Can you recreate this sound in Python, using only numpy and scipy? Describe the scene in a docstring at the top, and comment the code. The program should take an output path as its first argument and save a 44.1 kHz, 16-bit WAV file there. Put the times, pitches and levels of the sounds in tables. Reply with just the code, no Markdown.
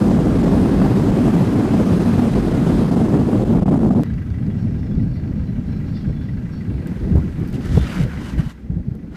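"""Three scenes in open desert, joined by hard cuts. First, the rushing air of a fast drive overloads a bare
microphone: shaped noise is flattened at its peaks, and slaps of air make it swing. Then a steady breeze of
softer noise blows while a diesel idles far off, its bursts and taps ringing the metal; a loose part clinks
and thin tones pass. Last, the breeze comes in gusts and short low thumps over the fainter idle, and something
dry rustles and snaps close by. Short bands of noise, some gliding, pass in the last two scenes, several
colouring the rustle."""
import sys
import numpy as np
from scipy import signal
from scipy.io import wavfile
from scipy.ndimage import uniform_filter1d

SR = 44100
rng = np.random.default_rng(int(sys.argv[2]) if len(sys.argv) > 2 else 0)


def store_pcm(level_fs):
    """Save levels as 16-bit WAV."""
    pcm = np.round(np.clip(level_fs, -1, 1) * 32767).astype(np.int16)
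    wavfile.write(sys.argv[1], SR, np.atleast_2d(pcm).T)


N = 403956

# The moments when one scene cuts to the next: t/s
CUT_TIMES = (4.03487, 6.87104)

# Steady air in the drive, the breeze and the gusty scene, before overload: t/s, rumble level/dB, hiss level/dB
DRIVE_AIR = [(0, -9, -35), (.5, -9.5, -34.5), (1.5, -11.5, -34), (2.3, -12, -34), (2.8, -12, -35.5),
             (3.5, -11, -39), (3.7, -9, -40), (4.035, -12, -44)]
BREEZE_AIR = [(4.04, -22.5, -53), (4.33, -23, -54.5), (4.45, -19.5, -54), (5.2, -19.5, -56),
              (5.8, -22, -54), (6.3, -23.5, -55.5), (6.87, -21, -53)]
GUSTY_AIR = [(6.87, -23.5, -50), (7.3, -23.5, -50.5), (7.6, -22.5, -49), (7.9, -27.5, -46),
             (8.45, -27, -48.5), (8.55, -41.5, -58), (8.68, -29, -60.5), (9.16, -32.5, -61)]
# Swells of the rumble over the steady air: peak t/s, rise/dB, time to rise/s
GUST_SWELLS = [(4.132, 4.5, 0.019), (4.602, -3.5, 0.064), (5.036, 2.5, 0.21), (5.588, 6, 0.044),
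               (6.1, 5.5, 0.062), (6.725, 1.5, 0.043), (7.164, 6, 0.18), (7.422, 3.5, 0.058),
               (7.791, 8.5, 0.2), (8.036, 6.5, 0.15), (8.223, 4.5, 0.031), (8.379, 9, 0.058),
               (8.71, 0.5, .04), (8.788, 5.5, 0.096), (8.903, 0, 0.046)]
# Slow buffeting against the rumble, one value a scene: level/dB
BUFFET_LEVELS = (-13, -5.5, -2)
# Tone colour of the wind in each scene: f/Hz, level/dB per Hz
DRIVE_RUMBLE_COLOUR = [(16, -63), (43, 9), (92, -4), (172, -0.5), (225, 0.5), (341, -6.5), (480, -16.5),
                       (700, -19.5), (1000, -33.5)]
BREEZE_RUMBLE_COLOUR = [(12, -51), (20, -8), (69, -2.5), (129, -3), (204, -5), (413, -28.5), (511, -32),
                        (583, -31), (1000, -46), (1300, -73), (2200, -120)]
GUSTY_RUMBLE_COLOUR = [(12, -53), (20, -16), (81, -4), (186, 2), (330, -10.5), (491, -21.5), (644, -29.5),
                       (720, -25), (900, -34), (1170, -62), (1980, -120)]
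# Tyres on grit and rushing air: f/Hz, level/dB per Hz
DRIVE_HISS_COLOUR = [(590, -14), (1000, -2.5), (2220, -15.5), (4780, -22.5), (5730, -25.5), (10000, -29),
                     (14500, -39.5), (15300, -41)]
# Far sound of the plain: f/Hz, level/dB per Hz
PLAIN_HISS_COLOUR = [(530, -58), (900, 6), (1200, -11.5), (1610, 1.5), (2050, -4.5), (3020, -11),
                     (4510, -12), (8070, -20.5), (14400, -26), (15300, -35)]
BUFFET_FOLLOWS = 1.73   # dB of buffeting for each dB of gust
GUST_FALL = 0.45   # a gust dies in this share of the time it took to rise

# The airstream breaks: middle t/s, length at half the dip/s, dip level/dB
AIR_LULLS = [(3.445, .006, -12), (3.607, .009, -12), (3.648, .017, -21.5), (3.706, .008, -12),
             (3.785, .006, -10), (3.8, .004, -15), (3.9, .008, -11), (3.945, .006, -10)]
# Strongest slaps of air in the drive, crowding in the wake of the passing truck: t/s, kick level/dB
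AIR_SLAPS = [(.098, -5), (.189, -2), (.268, -7), (.384, -7), (.429, -7), (.457, -7), (.816, -6),
             (1.117, -7), (1.364, -5), (1.556, -5), (1.995, -5), (2.351, -7), (2.536, -7), (2.845, -7),
             (2.911, -7), (2.961, -7), (3.084, -7), (3.188, -7), (3.549, -4), (3.585, -4), (3.62, -8),
             (3.658, -6), (3.681, 1), (3.738, -4), (3.758, -4), (3.86, -4), (3.908, -4), (3.95, -7),
             (3.995, -4)]
BREAK_S, BREAK_DB = .006, -5   # dip of the air centred just before each slap: length at half the dip, depth
KICK_HZ, KICK_T60_S = 178.5, 0.073   # the capsule swings on after a kick
FLAP_HZ, FLAP_T60_S, FLAP_DB = 750, .011, -9   # the sharp front of a kick, against its swing

# Eddies that burst on the capsule, before overload: middle t/s, peak level/dB, f/Hz, length/s
EDDY_THUMPS = [(7.113, -9.5, 186, 0.049), (7.155, 4.5, 116, 0.011), (7.18, 2, 98, 0.011),
               (7.417, -8, 185, 0.007), (7.777, 6.5, 147, 0.018), (8.01, -7, 151, 0.026),
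               (8.038, -12.5, 125, 0.067), (8.399, -5.5, 147, 0.026), (8.468, -13, 139, 0.022),
               (8.703, -8.5, 133.3, 0.014), (8.772, -12, 163, 0.031), (8.886, -7.5, 137, 0.014),
               (8.917, -10.5, 127, 0.014)]

# Swing at which the capsule runs out of travel, one value a scene: height (full scale = 1)
TRAVEL_LIMITS = (.42, .41, .69)
EDGE_HZ = 760   # the damped diaphragm dulls the rumble above this

# Tone colour of the rustle: f/Hz, level/dB per Hz
DRY_COLOUR = [(350, -37), (600, 15), (725, 4), (938, 4), (1470, 7), (2330, 0.5), (3450, -6.5), (3890, -9),
              (11400, -21), (15300, -40)]
# Strokes of the rustle: start t/s, length/s, level/dB, extra level of the body/dB
RUSTLE_STROKES = [(7.373, 0.063, -62, 15.5), (7.538, 0.026, -48, -1), (7.585, 0.19, -47, 3),
                  (7.708, 0.33, -43, 5), (7.853, 0.12, -64, 16.5), (8.058, 0.15, -55.5, 14),
                  (8.206, 0.12, -46, 6), (8.388, 0.017, -44, 7.5), (8.428, 0.088, -49, 3),
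                  (9.13, .1, -53.5, 8.5)]
STROKE_RISE, STROKE_FALL_S = 0.33, 0.019   # share of the stroke spent swelling; lead-in and release time
# Short clicks: the first is the click of the second cut, the rest are dry snaps:
# t/s, level before the low end is thinned/dB
CLICKS = [(6.8712, -37), (7.1576, -41), (7.181, -42), (7.4, -48), (7.476, -41), (7.4874, -43),
          (7.5024, -45), (7.5288, -39), (7.5427, -40), (7.6564, -40), (8.3853, -52), (8.9523, -49)]
CLICK_T60_S, CLICK_HZ = 0.0097, 2500   # decay; a click is thin below this pitch

IDLE_CYCLE_HZ = 6.158   # engine cycles a second, four firings each
# First firing used in the second and third scene: t/s
FIRST_FIRINGS = (4.0155, 6.8735)
# The engine against the far hiss in the second and third scene: level/dB
IDLE_LEVELS = (0, -3)
# Ringing modes of the engine block: f/Hz, time to fall 60 dB/s
BLOCK_MODES = [(1380, .013), (1620, .016), (1960, .018), (2250, .012), (2650, .01)]
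# How hard each cylinder strikes the block, a row a cylinder: one level/dB for each mode
CYLINDER_STRIKES = [(4.5, 6, 14.7, 3.6, -1), (4.5, 10.8, 4.8, 4.6, -1), (6, 14.4, 6, 7.6, 0),
                    (4.6, 6.4, 4.3, 4, -2)]
KNOCK_DB, KNOCK_T60_S = -23.5, 0.18   # combustion knock sent into the block, and its decay
# Ringing modes of the valve gear: f/Hz, level/dB, time to fall 60 dB/s
VALVE_MODES = [(4540, -2, .028), (3900, -4, .015), (4950, -5, .015), (5850, -8, .015), (6500, -10, .012),
               (7150, -14, .025)]
# Strength of the tap at each cylinder's firing: level/dB
VALVE_TAPS = (-5, 1, -3, 10)
VALVE_FADE_DB_PER_S, VALVE_SPREAD_DB = 6, 2.5   # the taps sink through each scene and vary by chance

# A loose metal part is shaken and rings faintly: t/s, level/dB
METAL_TOUCHES = [(4.55, -69), (4.76, -69), (4.95, -68), (5.115, -68), (5.36, -68), (5.645, -66),
                 (5.85, -67), (5.95, -65), (6.2, -67), (6.505, -67), (6.7, -69)]
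# Ringing modes of the loose part: f/Hz, level/dB, time to fall 60 dB/s
METAL_MODES = [(2820, -3, 1), (3290, -4, .9), (3560, -5, .9), (3750, -6, .8), (4100, -3, 1.1),
               (4460, -2, 1.2), (4700, -5, .8), (5250, -5, .9), (5430, -5, .9), (5600, -5, .7)]
SHAKE_S = .035   # each touch rattles this long
BLUR_T60_S = .12   # moving air blurs each line to this ring

# Short bands of noise: whooshes, streaks in the rustle, overtones of an overloaded thump:
# start t/s, length/s, start f/Hz, end f/Hz, rough width/Hz, level/dB
NOISE_BANDS = [(5.924, 0.08, 4700, 4500, 860, -50), (7.142, 0.075, 500, 1000, 710, -36),
               (7.21, .04, 1400, 1400, 300, -45.5), (6.7, 0.284, 270, 310, 210, -31),
               (7.8, .26, 4850, 4700, 500, -52), (7.72, 0.17, 3500, 3450, 350, -46.5),
               (7.85, 0.23, 1300, 1550, 300, -41), (7.8, 0.23, 2800, 2200, 1300, -40.5),
               (7.954, 0.167, 480, 500, 170, -33.5), (7.775, 0.0098, 520, 630, 400, -29),
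               (8.0, 0.255, 1550, 1500, 250, -47), (6.865, 0.14, 1700, 1500, 1500, -50)]
# Brief thin tones: squeaks, and single ringing lines of the loose metal part:
# t at half height/s, length at half height/s, f/Hz, level/dB
THIN_TONES = [(4.05, .06, 3900, -63), (4.275, 0.066, 3500, -61), (4.5, .045, 3300, -65),
              (4.55, .14, 5600, -68), (4.565, .025, 2800, -59), (4.77, .23, 5250, -66),
              (5.09, .16, 4450, -65), (4.898, .05, 3420, -60), (5.47, .03, 4050, -59),
              (5.668, .14, 4100, -65), (5.7, 0.073, 5350, -64), (5.94, .045, 3520, -55),
              (5.97, 0.05, 5100, -61), (5.99, .1, 3270, -61), (6.152, 0.1, 3430, -59),
              (6.51, .09, 5500, -64)]

COUPLING_HZ, CUTOFF_HZ = 35.2, 15300   # low and high limits of the recorded sound


def amp(db):
    """Turn decibels into gain."""
    return 10 ** (np.asarray(db) / 20)


def rms_one(x):
    """Scale a sound to an rms (average strength) of 1."""
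    return x / np.sqrt(np.mean(x ** 2) + 1e-20)


def in_time(rows, t):
    """Read the columns of a curve table at times t."""
    s, *columns = np.transpose(rows)
    return [np.interp(t, s, column) for column in columns]


def drift(rate_hz, size):
    """Slow random wandering of rms 1: coarse noise smoothed twice, at one point every 20 samples."""
    r = np.exp(-40 * np.pi * rate_hz / SR)
    coarse = rng.standard_normal(size // 20 + 2002)
    slow = signal.lfilter([1], [1, -2 * r, r * r], coarse)[2000:]   # drop the settling time
    return np.interp(np.arange(size) / 20, np.arange(len(slow)), rms_one(slow))


def decay(x, t60):
    """Let every input die away smoothly, falling 60 dB in t60 seconds."""
    return signal.lfilter([1], [1, -amp(-60 / (t60 * SR))], x + 1e-18)


def ring(clicks, hz, t60):
    """A resonance: a click of height 1 starts a dying sine of height 1."""
    r, w = amp(-60 / (t60 * SR)), 2 * np.pi * hz / SR
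    return signal.lfilter([0, np.sin(w)], [1, -2 * r * np.cos(w), r * r], clicks + 1e-18)


def hump(t, centre, reach):
    """Smooth bump of height 1, falling to zero at reach seconds on either side."""
    return np.cos(np.pi * np.clip((t - centre) / reach / 2, -.5, .5)) ** 2


def bands(white, colour, low_hz, high_hz, shared_db, patchy_db, patch_rate):
    """Colour two noises, used in turn, in third-octave bands that flicker together and alone; rms 1."""
    edges = np.geomspace(low_hz, high_hz, round(3 * np.log2(high_hz / low_hz)) + 1)
    hz, db = np.transpose(colour)
    out = 0
    for k, (low, high) in enumerate(zip(edges, edges[1:])):
        band_filter = signal.butter(2, [low, high], "band", fs=SR, output="sos")
        band = signal.sosfilt(band_filter, white[k % 2])
        level_db = np.interp(np.log(low * high) / 2, np.log(hz), db)
        flicker_db = shared_db + patchy_db * drift(patch_rate, len(band))
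        out = out + amp(level_db + flicker_db) * band
    return rms_one(out)


def wind(t, air, buffet_db, colour, hiss_colour, lumpy_db, lump_rate, hiss_follows):
    """Turbulent air is noise whose eddies swell rumble and hiss together; also returns the hiss level."""
    rumble_db, hiss_db = in_time(air, t)
    gust_db = 0
    for s, rise_db, rise_s in GUST_SWELLS:
        gust_db = gust_db + rise_db * hump(t, s, np.where(t < s, rise_s, GUST_FALL * rise_s))
    eddies_db = lumpy_db * drift(lump_rate, len(t))
    white = rng.standard_normal((2, len(t)))
    buffet = bands(white, colour, 15.9, 84.4, 0.15 * eddies_db, patchy_db=3.5, patch_rate=4.2)
    rumble = bands(white, colour, 79.5, 985, eddies_db, patchy_db=1.0, patch_rate=10.3)
    hiss = bands(white, hiss_colour, 682, 16060, hiss_follows * eddies_db, patchy_db=0.94, patch_rate=4.1)
    low = amp(buffet_db + BUFFET_FOLLOWS * gust_db) * buffet + amp(gust_db) * rumble
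    return amp(rumble_db) * low, amp(hiss_db) * hiss, hiss_db


def kicks(t):
    """Each slap throws the diaphragm one way or the other: a low ringing swing and a sharper front."""
    clicks = np.zeros(len(t))
    s, db = np.transpose(AIR_SLAPS)
    clicks[(s * SR).astype(int)] = amp(db) * rng.choice([-1, 1], (len(s), 1))[:, 0]
    swing = ring(clicks, KICK_HZ, KICK_T60_S)
    front = ring(uniform_filter1d(clicks, size=16), FLAP_HZ, FLAP_T60_S)
    return swing, amp(FLAP_DB) * front


def lulls(t):
    """Gain of the airstream: it drops in each lull and lets go around each slap."""
    lull_db = sum(db * hump(t, s, length) for s, length, db in AIR_LULLS)
    break_db = sum(BREAK_DB * hump(t, s - BREAK_S / 2, BREAK_S) for s, _ in AIR_SLAPS)
    return amp(lull_db) * amp(break_db)


def thumps(t):
    """Each bursting eddy is a short pressure wave that pushes or pulls by chance."""
    signs = rng.choice([-1, 1], (len(EDDY_THUMPS), 1))
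    out = 0
    for (s, db, hz, length), sign in zip(EDDY_THUMPS, signs):
        wave = np.sin(2 * np.pi * hz * (t - s) + 1.82)
        out = out + amp(db) * hump(t, s, length / 2) * sign * wave
    return out


def capsule(rumble, limit):
    """Big swings flatten at the end of travel; the damped diaphragm rounds the corners."""
    flat = rumble / (1 + np.abs(rumble / limit) ** 6) ** (1 / 6)
    return signal.sosfilt(signal.butter(1, EDGE_HZ, fs=SR, output="sos"), flat)


def rustle(t):
    """Dry rubbing is many uneven tiny grains in clumps; each stroke swells, holds and stops short."""
    top_gain = body_gain = 0
    for s, length, db, body_db in RUSTLE_STROKES:
        corners = [s - STROKE_FALL_S, s + STROKE_RISE * length, s + length, s + length + STROKE_FALL_S]
        shape = np.interp(t, corners, [0, 1, 1, 0])
        top_gain = top_gain + amp(db) * shape
        body_gain = body_gain + amp(db + body_db) * shape
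    born = rng.random((2, len(t))) < 6000 / SR   # about 6000 grains a second in each noise
    grain_db = 2.9 * np.minimum(rng.exponential(1, born.shape), 5)
    grains = born * amp(grain_db) * rng.choice([-1, 1], born.shape)
    clumps_db = 1.3 * drift(52, len(t))
    body = bands(grains, DRY_COLOUR, 500, 3150, clumps_db, patchy_db=2.4, patch_rate=12)
    top = bands(grains, DRY_COLOUR, 2500, 16000, clumps_db, patchy_db=1.5, patch_rate=15)
    return top_gain * top + body_gain * body


def short_clicks(t):
    """Each click is a very short burst of bright noise."""
    starts = sum(amp(db) * (np.arange(len(t)) == round((s - t[0]) * SR)) for s, db in CLICKS)
    burst = decay(starts, CLICK_T60_S) * rng.standard_normal(len(t))
    return signal.sosfilt(signal.butter(1, CLICK_HZ, "high", fs=SR, output="sos"), burst)


def firing_times(t, first):
    """Evenly spaced firings, four to an engine cycle."""
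    return np.arange(first, t[-1] - .01, 1 / IDLE_CYCLE_HZ / 4)


def diesel(t, first, level_db, spread_db):
    """Each firing sends a burst of noisy knock into the block; each cylinder favours its own modes."""
    times = firing_times(t, first)
    chance = rng.standard_normal((len(times), len(BLOCK_MODES) + 1))
    uneven_times = times + .0025 * chance[:, -1]
    at = np.clip((uneven_times - t[0]) * SR, 0, len(t) - 1).astype(int)
    strength_db = np.resize(CYLINDER_STRIKES, (len(times), len(BLOCK_MODES))) + spread_db * chance[:, :-1]
    knock = rms_one(rng.standard_normal(len(t)))
    out = 0
    for k, (hz, t60) in enumerate(BLOCK_MODES):
        starts = np.zeros(len(t))
        starts[at] = amp(strength_db[:, k])
        burst = decay(starts, KNOCK_T60_S)   # combustion dies away
        burst = uniform_filter1d(burst, size=300)   # distance blurs the onset
        out = out + ring(amp(KNOCK_DB) * burst * knock, hz, t60)
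    return amp(level_db) * out


def valves(t, first, level_db):
    """A click with each firing rings the valve gear as a bright tap, strongest on one cylinder."""
    times = firing_times(t, first)
    tap_db = np.resize(VALVE_TAPS, len(times)) - VALVE_FADE_DB_PER_S * (times - first)
    chance = rng.standard_normal((len(times), len(VALVE_MODES) + 1))
    at = ((times + .0015 + .001 * chance[:, -1] - t[0]) * SR).astype(int)
    inside = at > 0
    out = 0
    for k, (hz, db, t60) in enumerate(VALVE_MODES):
        clicks = np.zeros(len(t))
        clicks[at[inside]] = amp(tap_db + db + VALVE_SPREAD_DB * chance[:, k])[inside]
        soft_tap = ring(clicks, hz, .012) / 40   # distance softens the tap
        out = out + ring(soft_tap, hz, t60)
    return amp(level_db) * out


def clinks(t):
    """Each touch is a short rattle that wakes every mode by chance; the lines waver as they die."""
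    chance_db = rng.normal(0, 3.0, (len(METAL_TOUCHES), len(METAL_MODES)))
    out = 0
    for k, (hz, mode_db, t60) in enumerate(METAL_MODES):
        push = 0
        for (s, db), own_db in zip(METAL_TOUCHES, chance_db[:, k]):
            push = push + amp(db + mode_db + own_db) * hump(t, s + SHAKE_S / 2, SHAKE_S / 2)
        dying = decay(2 / (SHAKE_S * SR) * push, t60)
        line = rms_one(ring(rng.standard_normal(len(t)), hz, BLUR_T60_S))
        out = out + dying * line
    return out


def noise_bands(t):
    """A band of noise in a short window, its centre pitch held or gliding."""
    out = 0
    for s, length, start_hz, end_hz, width_hz, db in NOISE_BANDS:
        centre_hz = np.interp(t, [s, s + length], [start_hz, end_hz])
        phase = 2 * np.pi * np.cumsum(centre_hz) / SR
        noise = drift(width_hz / 2, len(t)) * np.cos(phase) + drift(width_hz / 2, len(t)) * np.sin(phase)
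        out = out + amp(db) * hump(t, s + length / 2, 0.48 * length) * noise
    return out


def thin_tones(t, t60):
    """Noise passed twice through a resonance, in short windows; a longer t60 makes it thinner."""
    white = rng.standard_normal(len(t))
    out = 0
    for s, length, hz, db in THIN_TONES:
        tone = rms_one(ring(ring(white, hz, t60), hz, t60))
        out = out + amp(db) * hump(t, s + length / 2, length) * tone
    return out


def scene():
    """Join the drive, the breeze and the gusts; each has its own air, and the joins are not smoothed."""
    drive_t, breeze_t, gust_t = np.split(np.arange(N) / SR, [round(c * SR) for c in CUT_TIMES])

    rumble, hiss, _ = wind(drive_t, DRIVE_AIR, BUFFET_LEVELS[0], DRIVE_RUMBLE_COLOUR, DRIVE_HISS_COLOUR,
                           lumpy_db=3.0, lump_rate=42, hiss_follows=.25)
    swing, front = kicks(drive_t)
    lull = lulls(drive_t)
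    drive = capsule(rumble * lull + swing, TRAVEL_LIMITS[0]) + front + hiss * lull

    rumble, hiss, far_db = wind(breeze_t, BREEZE_AIR, BUFFET_LEVELS[1], BREEZE_RUMBLE_COLOUR,
                                PLAIN_HISS_COLOUR, lumpy_db=1.0, lump_rate=7.2, hiss_follows=.1)
    breeze = capsule(rumble, TRAVEL_LIMITS[1]) + hiss
    breeze = breeze + diesel(breeze_t, FIRST_FIRINGS[0], far_db + IDLE_LEVELS[0], spread_db=2.0)
    breeze = breeze + valves(breeze_t, FIRST_FIRINGS[0], far_db)
    breeze = breeze + thin_tones(breeze_t, t60=0.016) + clinks(breeze_t)

    rumble, hiss, far_db = wind(gust_t, GUSTY_AIR, BUFFET_LEVELS[2], GUSTY_RUMBLE_COLOUR,
                                PLAIN_HISS_COLOUR, lumpy_db=2.0, lump_rate=21, hiss_follows=.1)
    gusts = capsule(rumble + thumps(gust_t), TRAVEL_LIMITS[2]) + hiss
    gusts = gusts + diesel(gust_t, FIRST_FIRINGS[1], far_db + IDLE_LEVELS[1], spread_db=1.5)
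    gusts = gusts + valves(gust_t, FIRST_FIRINGS[1], far_db + 2 * IDLE_LEVELS[1])
    gusts = gusts + rustle(gust_t) + short_clicks(gust_t)

    joined = np.concatenate([drive, breeze, gusts])
    return (joined + noise_bands(np.arange(N) / SR))[None]


def record(dry):
    """The coupling capacitor tilts the flat tops; a steep filter cuts the highest treble."""
    coupled = signal.lfilter(*signal.butter(1, COUPLING_HZ, "high", fs=SR), dry)
    return signal.sosfilt(signal.ellip(8, .5, 40, CUTOFF_HZ, fs=SR, output="sos"), coupled)


dry = scene()
out = record(dry)
store_pcm(out)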